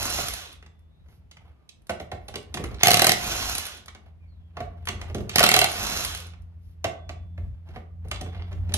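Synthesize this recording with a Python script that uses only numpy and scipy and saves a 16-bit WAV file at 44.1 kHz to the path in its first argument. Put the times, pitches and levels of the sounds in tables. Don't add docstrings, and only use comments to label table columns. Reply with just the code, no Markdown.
import sys
import numpy as np
from scipy import signal
from scipy.fft import rfft, irfft, next_fast_len
from scipy.io import wavfile

SR = 44100
rng = np.random.default_rng(int(sys.argv[2]) if len(sys.argv) > 2 else 0)


def waveform_to_disk(signal):
    frames = np.transpose(np.atleast_2d(signal))
    scaled = np.clip(frames, -1, 1) * 32767
    samples = np.round(scaled).astype(np.int16)
    wavfile.write(sys.argv[1], SR, samples)


N = 386757
TIME = np.arange(N) / SR


# pulled_s, nut_free_s, released_s, motor_stopped_s
TRIGGER_RUNS = [(-.7, -.2, .21, .58), (2.79, 3.15, 3.5, 3.85), (5.305, 5.67, 5.99, 6.33)]
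LOADED_SPEED, START_S, RUN_UP_S = 0.51, 0.028, .075

SPIN_SPECTRUM = [(100, 6), (200, 3), (420, 0), (520, 1), (720, 3.5), (950, 1), (1450, -3), (2200, -4.5),
                 (2800, -4), (3500, -10.5), (6600, 0.5), (8200, -8), (10500, -7), (13000, -7.5),
                 (14400, -16), (16000, -31.5)]
# freq_hz, width_hz, level_db
HOUSING_MODES = [(724, 22, 0), (1080, 140, -10.5), (1450, 61, 0.5), (1880, 35, -9.5), (2525, 100, -1.5),
                 (3440, 45, -7), (4150, 240, -0.5), (5540, 240, -14), (6910, 180, -8.5)]
RATTLE_DB, RATTLE_POWER = -31, 4.1
HISS_DB, HISS_POWER = -35, 2.07
RATTLE_FADE_DB_PER_S = 24.5

GEAR_SPECTRUM = [(200, -15.5), (700, -13.5), (1400, -8), (2200, -6.5), (2900, -1), (3500, 0), (4300, -9),
                 (6000, -9), (8000, -15), (11000, -19), (15000, -42)]
GEARS_DB, GEARS_POWER = -37.5, .95
# multiple, level_db
WHINE_OVERTONES = [(1, -8), (2, -2), (3, -2.5), (4, -1)]
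MESH_HZ, MESH_JITTER_HZ = 1399, 20
WHINE_DB, WHINE_POWER = -41.5, .85

# time_s, level_db
ENGINE_LEVEL = [(0.0, -56), (1.45, -60), (1.7, -73.5), (2.05, -61.5), (2.49, -62), (2.71, -52.5),
                (3.3, -51), (3.76, -58), (4.78, -42), (5.89, -47.5), (6.32, -43), (6.94, -47.5),
                (7.45, -39), (7.64, -47), (7.84, -46.5), (8.04, -40), (8.77, -33.5)]
ENGINE_HZ, ENGINE_HZ_PER_DB = 83.2, 0.35
RUMBLE_SPECTRUM = [(20, -13), (38, -0.5), (55, 15), (75, 13.5), (110, 5), (160, -12.5), (250, -12),
                   (500, -59.5)]
RUMBLE_REST_DB, RUMBLE_TOOL_DB, RUMBLE_MOVE_DB, RUMBLE_ENGINE_DB = -61, -42.5, 10, -2.5
RUMBLE_LUMPY_DB = 3
AIR_SPECTRUM = [(88, -33), (150, -1.5), (254, -11.5), (1560, -30.5), (2500, -32), (5570, -43.5),
                (8230, -48.5), (12700, -46.5), (16000, -63)]
AIR_DB = -64.5

# start_s, end_s, level_db
HAND_MOVES = [(1.08, 1.15, -76), (1.42, 1.52, -67), (1.95, 2.35, -62.5), (2.55, 2.76, -47.5),
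              (3.85, 4.05, -64), (4.55, 4.83, -61), (4.98, 5.1, -51.5), (5.17, 5.27, -51), (6.28, 6.4, -66),
              (7.45, 7.6, -65.5), (7.72, 7.77, -54.5), (8.08, 8.77, -53.5)]
MOVE_FADE_S, RESTING_DB = 0.11, -75
CLOTH_SPECTRUM = [(200, -3.5), (700, 11), (1200, 2), (2200, -0.5), (3500, -4.5), (6000, -19), (8000, -22),
                  (12500, -20.5), (15000, -39.5)]
TAP_COUNT, TAP_DB = 110, -4

# time_s, level_db
NUT_CLINKS = [(0.0287, -22.5), (0.1005, -22.5), (0.2837, -21.5), (0.3366, -22), (0.527, -40), (0.792, -63),
              (1.819, -60), (1.869, -47), (1.903, -34), (2.009, -49), (2.284, -37), (2.361, -48),
              (2.427, -49.5), (2.546, -31.5), (2.64, -33.5), (3.5508, -18.5), (3.5808, -17), (3.6538, -28),
              (3.666, -24), (3.7697, -41), (3.859, -40), (4.8542, -37), (5.7162, -24), (6.0477, -17.5),
              (6.053, -31), (6.063, -34), (6.1483, -25.5), (6.174, -32), (6.202, -34), (6.268, -43),
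              (6.42, -59), (8.084, -45.5), (8.214, -39.5), (8.739, -16.5)]
CLINK_SPECTRUM = [(600, -11), (2000, -8), (4500, -5.5), (6500, -9.5), (8000, -8), (10200, -3.5),
                  (12500, -16), (15500, -16.5)]
# freq_hz, level_db, t60_s
NUT_MODES = [(9790, 1.5, 0.045), (10200, -5.5, 0.033), (11000, -4, 0.034), (11450, -6.5, 0.12),
             (13100, -7, 0.061)]

# time_s, clack_db, thud_db, wheel_ring_db, steel_db
WHEEL_KNOCKS = [(0.183, -26, -41.5, -30, -37), (0.625, -48, -60, -71, -60),
                (0.6622, -48.5, -71, -74, -59.5), (1.085, -58, -70, -75, -72), (1.125, -59, -72, -70, -81),
                (1.3123, -51, -72, -72, -50), (1.3687, -46.5, -66, -63, -59),
                (1.6909, -70, -77, -74, -47.5), (1.8943, -23, -35, -21, -38),
                (1.9989, -34.5, -40, -34, -48.5), (2.116, -32, -38, -30, -44.5),
                (2.2822, -43, -48.5, -35.5, -44), (2.3395, -34, -43.5, -41, -48),
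                (2.356, -31.5, -39, -36, -35.5), (2.5414, -32.5, -34, -39.5, -34),
                (2.5715, -26.5, -42, -46, -42), (2.595, -50, -34, -50, -61),
                (2.639, -30.5, -37, -47, -41.5), (2.712, -56, -46.5, -45, -58),
                (2.7437, -43.5, -54, -59, -50.5), (3.8815, -36.5, -70, -65.5, -45.5),
                (3.9484, -41.5, -53.5, -53, -53), (4.5687, -29.5, -45, -34.5, -52.5),
                (4.6034, -31, -42, -30.5, -48.5), (4.8718, -25, -48.5, -50, -37.5),
                (4.8863, -25, -44, -40.5, -31.5), (4.929, -43, -44, -44.5, -54),
                (5.014, -36, -48.5, -40.5, -43.5), (5.0978, -45, -43.5, -46, -54.5),
                (5.146, -36, -28.5, -31, -39), (5.182, -45, -42, -53, -50), (5.204, -54, -38.5, -54, -56),
                (5.2933, -35.5, -47.5, -53, -34.5), (6.335, -48, -75, -66, -62.5),
                (6.8425, -21.5, -44.5, -21, -32.5), (6.851, -36.5, -41, -30, -52),
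                (7.092, -31.5, -44, -37, -46), (7.3771, -44, -45.5, -46.5, -69),
                (7.688, -54, -51.5, -57, -66), (7.7598, -36.5, -43, -36.5, -60),
                (8.048, -55, -46.5, -52, -70), (8.113, -25.5, -42.5, -39.5, -33.5),
                (8.2107, -37.5, -36, -36, -42), (8.2623, -43.5, -46, -51, -59),
                (8.3292, -45, -53, -56, -67), (8.346, -42, -55.5, -55, -68), (8.364, -50, -56.5, -48, -68),
                (8.3945, -41.5, -53, -57, -74), (8.412, -52.5, -61, -58.5, -76),
                (8.5277, -47, -47, -59, -56), (8.692, -43, -40.5, -53, -56), (8.7203, -42, -52, -58, -51),
                (8.7396, -32, -39.5, -32.5, -28)]
KNOCK_RISE_S = .0018
TICK_GROWTH, TICK_EVEN_DB = 1.28, -19
CLACK_SPECTRUM = [(400, -12.5), (800, -2), (1200, -1), (1600, -4.5), (2050, 1), (2700, -3), (4500, -22),
                  (9000, -38.5), (15000, -60.5)]
CLANK_SPECTRUM = [(1500, -26), (2700, 3.5), (3600, 1), (5000, -4), (6600, -4), (8000, -8), (12000, -26.5),
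                  (15000, -48.5)]
TICK_SPECTRUM = [(4000, -19.5), (6500, -4), (8000, -2), (10000, -5), (13000, -14), (14300, -14),
                 (15800, -30)]
THUD_SPECTRUM = [(35, -33), (60, 5.5), (130, 2.5), (200, -1), (280, -5), (420, -2.5), (700, -17.5),
                 (1500, -44.5)]
DISC_SPECTRUM = [(300, -21.5), (450, -6.5), (600, -6), (720, 5), (820, -10), (950, -27.5), (1400, -18.5),
                 (3000, -45.5)]
# freq_hz, level_db, t60_s
WHEEL_MODES = [(365, -13, .08), (415, -10, .09), (490, -12, .07), (602, -5, .17), (692, -1, .06),
               (730, 0, .05), (815, -4, .05), (1045, -12, .06), (1151, -8, .08), (1236, -11, .06),
               (1515, -8, .09), (1860, -11, .05), (2000, -4, .06), (2137, -6, .07), (2682, -11, .06),
               (3040, -12, .04), (4118, -9, .08)]
SEAT_DETUNE = .012
# freq_hz, level_db, t60_s
SOCKET_MODES = [(3480, 0, 1.3), (2510, -4, .3), (6430, -5, .2)]
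# time_s, level_db
SOCKET_STRIKES = [(0.34, -58), (6.844, -58), (7.092, -62), (8.114, -55)]

# start_s, length_s, start_hz, end_hz, level_db
SQUEAK_GLIDES = [(.88, .18, 3750, 3830, -76), (1.5, .25, 1200, 1190, -74), (4.19, .1, 2500, 2180, -69),
                 (4.26, .12, 4550, 3750, -74), (4.34, .2, 3500, 3100, -76)]
SQUEAK_JITTER = .02

# time_s, level_db
TYRE_BUMPS = [(.955, -54), (1.09, -55), (1.172, -54), (1.37, -47), (1.432, -52.5), (3.37, -36)]
BUMP_SPECTRUM = [(40, -15.5), (90, 8.5), (170, -2.5), (240, -17.5), (400, -21.5), (1000, -53)]

# start_s, end_s, level_db
SLEEVE_BRUSHES = [(1.11, 1.15, -71.5), (2.24, 2.28, -76), (6.64, 6.72, -76)]
BRUSH_SPECTRUM = [(800, -16), (3000, 4), (5500, 1), (8000, -6), (11000, 1), (13000, 0), (15500, -21)]
BRUSH_FADE_S = .08

# start_s, end_s, level_db
SOCKET_SCRAPES = [(2.6, 2.66, -60), (2.8, 2.83, -41), (5.33, 5.355, -39.5), (7.7, 7.76, -64),
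                  (8.13, 8.17, -45.5), (8.23, 8.29, -64.5), (8.335, 8.43, -58.5), (8.45, 8.52, -62)]
SCRAPE_SPECTRUM = [(300, -12), (800, 3.5), (1600, 2), (3500, 3.5), (5200, -2.5), (7000, -22.5),
                   (12000, -30.5), (15000, -41)]
SLIPS_PER_S, SCRAPE_FADE_S = 170, 0.037

# time_s, crack_db, clatter_db, wheel_ring_db
HAMMER_BLOWS = [(2.832, 1, 2.5, -18.5), (2.857, -9, -1, -28.5), (2.869, -2.5, -8.5, -24.5),
                (2.881, -2.5, -6, -10.5), (2.905, -4, -4, -23.5), (2.914, -3, -5, -23.5),
                (2.932, -7.5, -5, -28.5), (2.941, -1.5, -3, -29), (2.9693, -6.5, -2, -40),
                (2.993, -4, 1.5, -25), (3.018, -1, -3.5, -10.5), (3.043, -2.5, -4, -19),
                (3.067, -0.5, -3, -10.5), (3.092, -3, -9.5, -28), (3.117, -3, -14, -33),
                (5.357, -4, 0, -19.5), (5.382, -6.5, 4.5, -28.5), (5.392, -3, -10, -20.5),
                (5.403, -9.5, -2.5, -7.5), (5.428, -6.5, 4, -21.5), (5.437, -0.5, 7, -18.5),
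                (5.463, -6.5, -0.5, -39.5), (5.4886, -4, -4, -30.5), (5.514, -6.5, -0.5, -20),
                (5.539, -1, 2, -14), (5.563, -4.5, -2, -9), (5.589, -2.5, -9, -30), (5.614, -8, 1, -13),
                (5.641, -7, 2, -18)]
CRACK_SPECTRUM = [(59, -35.5), (100, -8), (283, -18), (406, -12), (452, -17), (648, -15), (705, -4.5),
                  (930, -22), (1130, -15), (1650, -19.5), (1950, -9), (4020, -12.5), (8110, -16),
                  (12700, -21), (16000, -28.5)]
CLATTER_SPECTRUM = [(200, -13.5), (420, -1), (700, -3), (1200, 6), (2000, 3.5), (3000, 6), (4200, -3.5),
                    (6000, -16), (8000, -18), (14000, -33.5)]
# freq_hz, level_db, t60_s
ANVIL_MODES = [(2682, -6, .08), (3040, -1, .05), (3190, -4, .06), (4120, 0, .08)]
ANVIL_DB = -22.5

# freq_hz, t60_s
GARAGE_DECAY = [(150, 0.55), (400, 0.52), (1000, 0.46), (2800, 0.31), (7000, 0.25), (14000, 0.18)]
# freq_hz, left_lead_rad
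PORT_LEAD = [(50, 0), (600, -.6), (1460, -.7), (2400, -2.6), (3100, -2.6), (4100, -3.8), (6500, -4.7),
             (7100, -3.1), (8500, -2.8), (11000, -.1), (12600, .2), (14200, 2.9)]
# freq_hz, left_minus_right_db
PORT_LEVEL = [(60, 0), (200, -1.5), (400, -0.5), (700, -4), (1300, -2), (2400, -1.5), (4400, -5.5),
              (8000, -2), (14000, 0.5)]
SHIFTS_PER_S = 2
CUTOFF_HZ = 16100


def from_db(db):
    return 10 ** (np.asarray(db) / 20)


def rms_one(x):
    return x / np.sqrt(np.mean(x ** 2) + 1e-20)


def in_time(rows):
    s, *columns = np.transpose(rows)
    return [np.interp(TIME, s, c) for c in columns]


def at_hz(points, hz):
    f, value = np.transpose(points)
    return np.interp(np.log(np.maximum(hz, 1)), np.log(f), value)


def drift(knots_per_s):
    knots = rng.standard_normal(N // 20)
    return rms_one(np.interp(TIME * knots_per_s, np.arange(len(knots)), knots))


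def colour(x, spectrum, size=4096):
    gain = rms_one(from_db(at_hz(spectrum, np.fft.rfftfreq(size, 1 / SR))))
    cepstrum = irfft(np.log(gain))
    cepstrum[1:size // 2] *= 2
    cepstrum[size // 2 + 1:] = 0
    impulse = irfft(np.exp(rfft(cepstrum)))
    return signal.oaconvolve(x, impulse)[:N]


def noise(spectrum):
    return colour(rng.standard_normal(N), spectrum)


def clicks(times, gains):
    out = np.zeros(N)
    index = np.clip(np.round(times * SR).astype(int), 0, N - 1)
    np.add.at(out, index, gains)
    return out


def contacts(times, db, rise, t60, hold=0):
    t = TIME[:SR // 4]
    swell = 1 - np.exp(-(t / rise) ** 2)
    shape = swell * from_db(-60 * np.maximum(t - hold, 0) / t60)
    envelope = signal.oaconvolve(clicks(times, from_db(db)), shape / shape.max())[:N]
    return envelope * rng.standard_normal(N)


def ringing(modes, times, db, scatter_db, tilt_db, detune=0):
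    hz, level_db, t60 = np.transpose(modes)
    t = TIME[:int(SR * min(1.2 * t60.max(), 1))]
    out = np.zeros(N + 2 * SR)
    level_db = level_db + tilt_db * np.abs(np.log2(hz / 700))
    decays = from_db(level_db[:, None] - 60 * t / t60[:, None])
    decays = decays * (1 - np.exp(-t / 0.0013))
    for s, blow_db in zip(times, db):
        signs = rng.choice([-1, 1], len(hz))
        strengths = signs * from_db(blow_db + scatter_db * rng.standard_normal(len(hz)))
        pitches = hz * (1 + detune * rng.standard_normal(len(hz)))
        start = max(round(s * SR), 0)
        out[start:start + len(t)] += strengths @ (decays * np.sin(2 * np.pi * pitches[:, None] * t))
    return out[:N]


def resonate(x, modes, boost_db):
    peaks = 0
    for hz, width, db in modes:
        b, a = signal.iirpeak(hz, hz / width, fs=SR)
        peaks = peaks + from_db(db) * signal.lfilter(b, a, x)
    return rms_one(x + from_db(boost_db) * peaks)


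def swells(rows, fade_s):
    out = 0
    for start, end, db in rows:
        ramp = np.interp(TIME, [start - fade_s, start, end, end + fade_s], [0, 1, 1, 0])
        out = out + from_db(db) * ramp ** 2
    return out


def speed(pulled, free, released, stopped):
    load = (1 - LOADED_SPEED) * np.exp(-np.maximum(TIME - free, 0) / RUN_UP_S)
    drive = np.interp(TIME, [pulled, pulled + START_S, released, stopped], [0, 1, 1, 0])
    return (1 - load) * drive


def motor_speed():
    return sum(speed(*run) for run in TRIGGER_RUNS)


def handling_level():
    return from_db(RESTING_DB) + swells(HAND_MOVES, MOVE_FADE_S)


def spinning():
    turn = np.cumsum(31 * (1 + 0.14 * drift(10))) / SR
    wobble = from_db(2.0 * np.sin(2 * np.pi * turn) + 2.1 * drift(350))
    grains = rms_one((rng.random(N) < 9000 / SR) * rng.standard_normal(N))
    impacts = resonate(colour(grains * wobble, SPIN_SPECTRUM), HOUSING_MODES, boost_db=1)
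    rattle = rms_one(signal.sosfilt(signal.butter(2, 3200, fs=SR, output="sos"), impacts))
    hiss = rms_one(signal.sosfilt(signal.butter(2, 3200, "high", fs=SR, output="sos"), impacts))
    out = 0
    for pulled, free, released, stopped in TRIGGER_RUNS:
        spin = speed(pulled, free, released, stopped) * (TIME > free)
        rattle_db = RATTLE_DB - RATTLE_FADE_DB_PER_S * np.maximum(TIME - free, 0)
        out = out + from_db(rattle_db) * spin ** RATTLE_POWER * rattle
        out = out - from_db(HISS_DB) * spin ** HISS_POWER * hiss
    return out


def motor():
    pace = motor_speed()
    flutter = from_db(2 * drift(150) + 1.5 * drift(45))
    whirr = resonate(noise(GEAR_SPECTRUM) * flutter, HOUSING_MODES, boost_db=1.0)
    mesh_hz = MESH_HZ * pace + MESH_JITTER_HZ * (drift(260) + .6 * drift(25))
    phase = 2 * np.pi * np.cumsum(mesh_hz) / SR
    whine = 0
    for k, db in WHINE_OVERTONES:
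        level = from_db(db + 3 * drift(180)) * pace ** (k * WHINE_POWER)
        whine = whine + level * np.sin(k * phase)
    return from_db(GEARS_DB) * pace ** GEARS_POWER * whirr + from_db(WHINE_DB) * whine


def background():
    hum_db, = in_time(ENGINE_LEVEL)
    engine_hz = ENGINE_HZ + ENGINE_HZ_PER_DB * (hum_db - hum_db.mean())
    phase = 2 * np.pi * np.cumsum(engine_hz) / SR
    octave = from_db(-16.0 + 0.91 * drift(3.4)) * np.sin(2 * phase)
    hum = from_db(hum_db + 4.5 + 1.1 * drift(7.7)) * (np.sin(phase) + octave)
    width = from_db(-9) * noise(RUMBLE_SPECTRUM) * [[1], [-1]]
    causes = [from_db(RUMBLE_REST_DB), from_db(RUMBLE_TOOL_DB) * motor_speed() ** 2,
              from_db(RUMBLE_MOVE_DB) * handling_level(), from_db(RUMBLE_ENGINE_DB + hum_db)]
    level = np.sqrt(sum(cause ** 2 for cause in causes)) * from_db(RUMBLE_LUMPY_DB * drift(12))
    rumble = level * (noise(RUMBLE_SPECTRUM) + width)
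    air = from_db(AIR_DB) * np.array([noise(AIR_SPECTRUM), noise(AIR_SPECTRUM)])
    return hum + rumble + air


def rustling():
    slips = rms_one(rng.standard_normal(N) * from_db(4.5 * drift(110) + 3 * drift(25)))
    tap_s = rng.uniform(0, N / SR, TAP_COUNT)
    tap_db = TAP_DB + 3 * rng.standard_normal(TAP_COUNT)
    taps = contacts(tap_s, tap_db, rise=0.0013, t60=0.028)
    rubbing = from_db(-5.0) * colour(slips, CLOTH_SPECTRUM)
    return handling_level() * (rubbing + colour(taps, CLACK_SPECTRUM))


def clinking():
    s, db = np.transpose(NUT_CLINKS)
    ring = from_db(-13) * ringing(NUT_MODES, s, db, scatter_db=6.5, tilt_db=-1.5)
    contact = from_db(-2.5) * colour(contacts(s, db, rise=0.00023, t60=0.024), CLINK_SPECTRUM)
    return contact + ring


def knocking():
    heard, clack_db, thud_db, ring_db, clank_db = np.transpose(WHEEL_KNOCKS)
    s = heard - KNOCK_RISE_S / 2
    tick_db = TICK_EVEN_DB + TICK_GROWTH * (clank_db - TICK_EVEN_DB)
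    clack = from_db(-3.0) * colour(contacts(s, clack_db, rise=KNOCK_RISE_S, t60=.045), CLACK_SPECTRUM)
    clank = from_db(6.0) * colour(contacts(s, clank_db, rise=KNOCK_RISE_S, t60=0.03), CLANK_SPECTRUM)
    tick = from_db(4.5) * colour(contacts(s, tick_db, rise=0.00097, t60=0.019), TICK_SPECTRUM)
    thud = from_db(3.0) * colour(contacts(s, thud_db, rise=0.0028, t60=0.17), THUD_SPECTRUM)
    disc = from_db(-3) * colour(contacts(s + 0.0016, ring_db, rise=0.0036, t60=0.063), DISC_SPECTRUM)
    wheel = from_db(-3.5) * ringing(WHEEL_MODES, s + .002, ring_db, scatter_db=-1.0, tilt_db=-4.0,
                                    detune=SEAT_DETUNE)
    socket = ringing(SOCKET_MODES, *np.transpose(SOCKET_STRIKES), scatter_db=1, tilt_db=0)
    return clack + clank + tick + thud + disc + wheel + socket


def squeaking():
    out = 0
    waver = 1 + SQUEAK_JITTER * drift(220)
    for s, length, start_hz, end_hz, db in SQUEAK_GLIDES:
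        share = np.clip((TIME - s) / length, 0, 1)
        pitch_hz = (start_hz + share * (end_hz - start_hz)) * waver
        phase = 2 * np.pi * np.cumsum(pitch_hz) / SR
        out = out + from_db(db) * np.sin(np.pi * share) * np.sin(phase)
    return out


def bumping():
    return colour(contacts(*np.transpose(TYRE_BUMPS), rise=0.0034, t60=0.12), BUMP_SPECTRUM)


def brushing():
    return swells(SLEEVE_BRUSHES, BRUSH_FADE_S) * noise(BRUSH_SPECTRUM)


def scraping():
    s = rng.uniform(0, N / SR, int(SLIPS_PER_S * N / SR))
    catches = contacts(s, 4 * rng.standard_normal(len(s)), rise=0.00072, t60=0.016)
    return swells(SOCKET_SCRAPES, SCRAPE_FADE_S) * rms_one(colour(catches, SCRAPE_SPECTRUM))


def hammering():
    s, crack_db, clatter_db, ring_db = np.transpose(HAMMER_BLOWS)
    chatter = contacts(s, crack_db, rise=.0009, t60=.009, hold=.0036)
    crack = from_db(-6.0) * colour(chatter, CRACK_SPECTRUM)
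    uneven = contacts(s, clatter_db, rise=.002, t60=.052) * from_db(3 * drift(400))
    clatter = from_db(-23) * colour(uneven, CLATTER_SPECTRUM)
    anvil = from_db(ANVIL_DB) * ringing(ANVIL_MODES, s, clatter_db, scatter_db=3, tilt_db=0, detune=.004)
    disc = from_db(-7) * colour(contacts(s + 0.0015, ring_db, rise=0.0017, t60=0.043), DISC_SPECTRUM)
    wheel = from_db(-10) * ringing(WHEEL_MODES, s + .002, ring_db, scatter_db=3.5, tilt_db=0,
                                   detune=SEAT_DETUNE)
    return crack + clatter + anvil + disc + wheel


def garage_response(size=32768):
    t, out = TIME[:size], 0
    edges_hz = np.geomspace(40, 18000, 13)
    for low, high in zip(edges_hz, edges_hz[1:]):
        bandpass = signal.butter(2, [low, high], "band", fs=SR, output="sos")
        band = signal.sosfilt(bandpass, rng.standard_normal((3, size)))
        hz = np.sqrt(low * high)
        alike = 1 / (1 + (hz / 290) ** 3)
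        pair = np.sqrt(alike) * band[2] + np.sqrt(1 - alike) * band[:2]
        out = out + pair * from_db(-60 * t / at_hz(GARAGE_DECAY, hz))
    out = out * (1 - np.exp(-(t / 0.0037) ** 2))
    return out / np.sqrt(np.sum(out ** 2) / 2)


def place(x, rooms, wet_db):
    size = next_fast_len(N + SR)
    hz = np.fft.rfftfreq(size, 1 / SR)
    direct = rfft(x, size) * np.array([np.exp(1j * at_hz(PORT_LEAD, hz)), np.ones_like(hz)])
    posture_rad = 2 * drift(SHIFTS_PER_S)
    echoes = 0
    for share, room in zip([np.cos(posture_rad), np.sin(posture_rad)], rooms):
        echoes = echoes + rfft(x * share, size) * rfft(room, size)
    balance = from_db(at_hz(PORT_LEVEL, hz) * [[.5], [-.5]])
    return irfft(balance * (direct + from_db(wet_db) * echoes), size)[:, :N]


def scene():
    rooms = garage_response(), garage_response()
    whirr = place(spinning() + motor(), rooms, wet_db=-4.5)
    sharp = place(clinking() + hammering(), rooms, wet_db=-7.5)
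    contact = knocking() + bumping() + scraping()
    rubbing = rustling() + brushing() + squeaking()
    handling = place(contact + rubbing, rooms, wet_db=-7)
    return whirr + sharp + handling + background()


def record(dry):
    heard = signal.sosfilt(signal.butter(8, 14600, fs=SR, output="sos"), dry)
    rounded = .95 * np.tanh(heard / .95)
    return signal.sosfilt(signal.ellip(10, .1, 80, CUTOFF_HZ, fs=SR, output="sos"), rounded)


dry = scene()
out = record(dry)
waveform_to_disk(out)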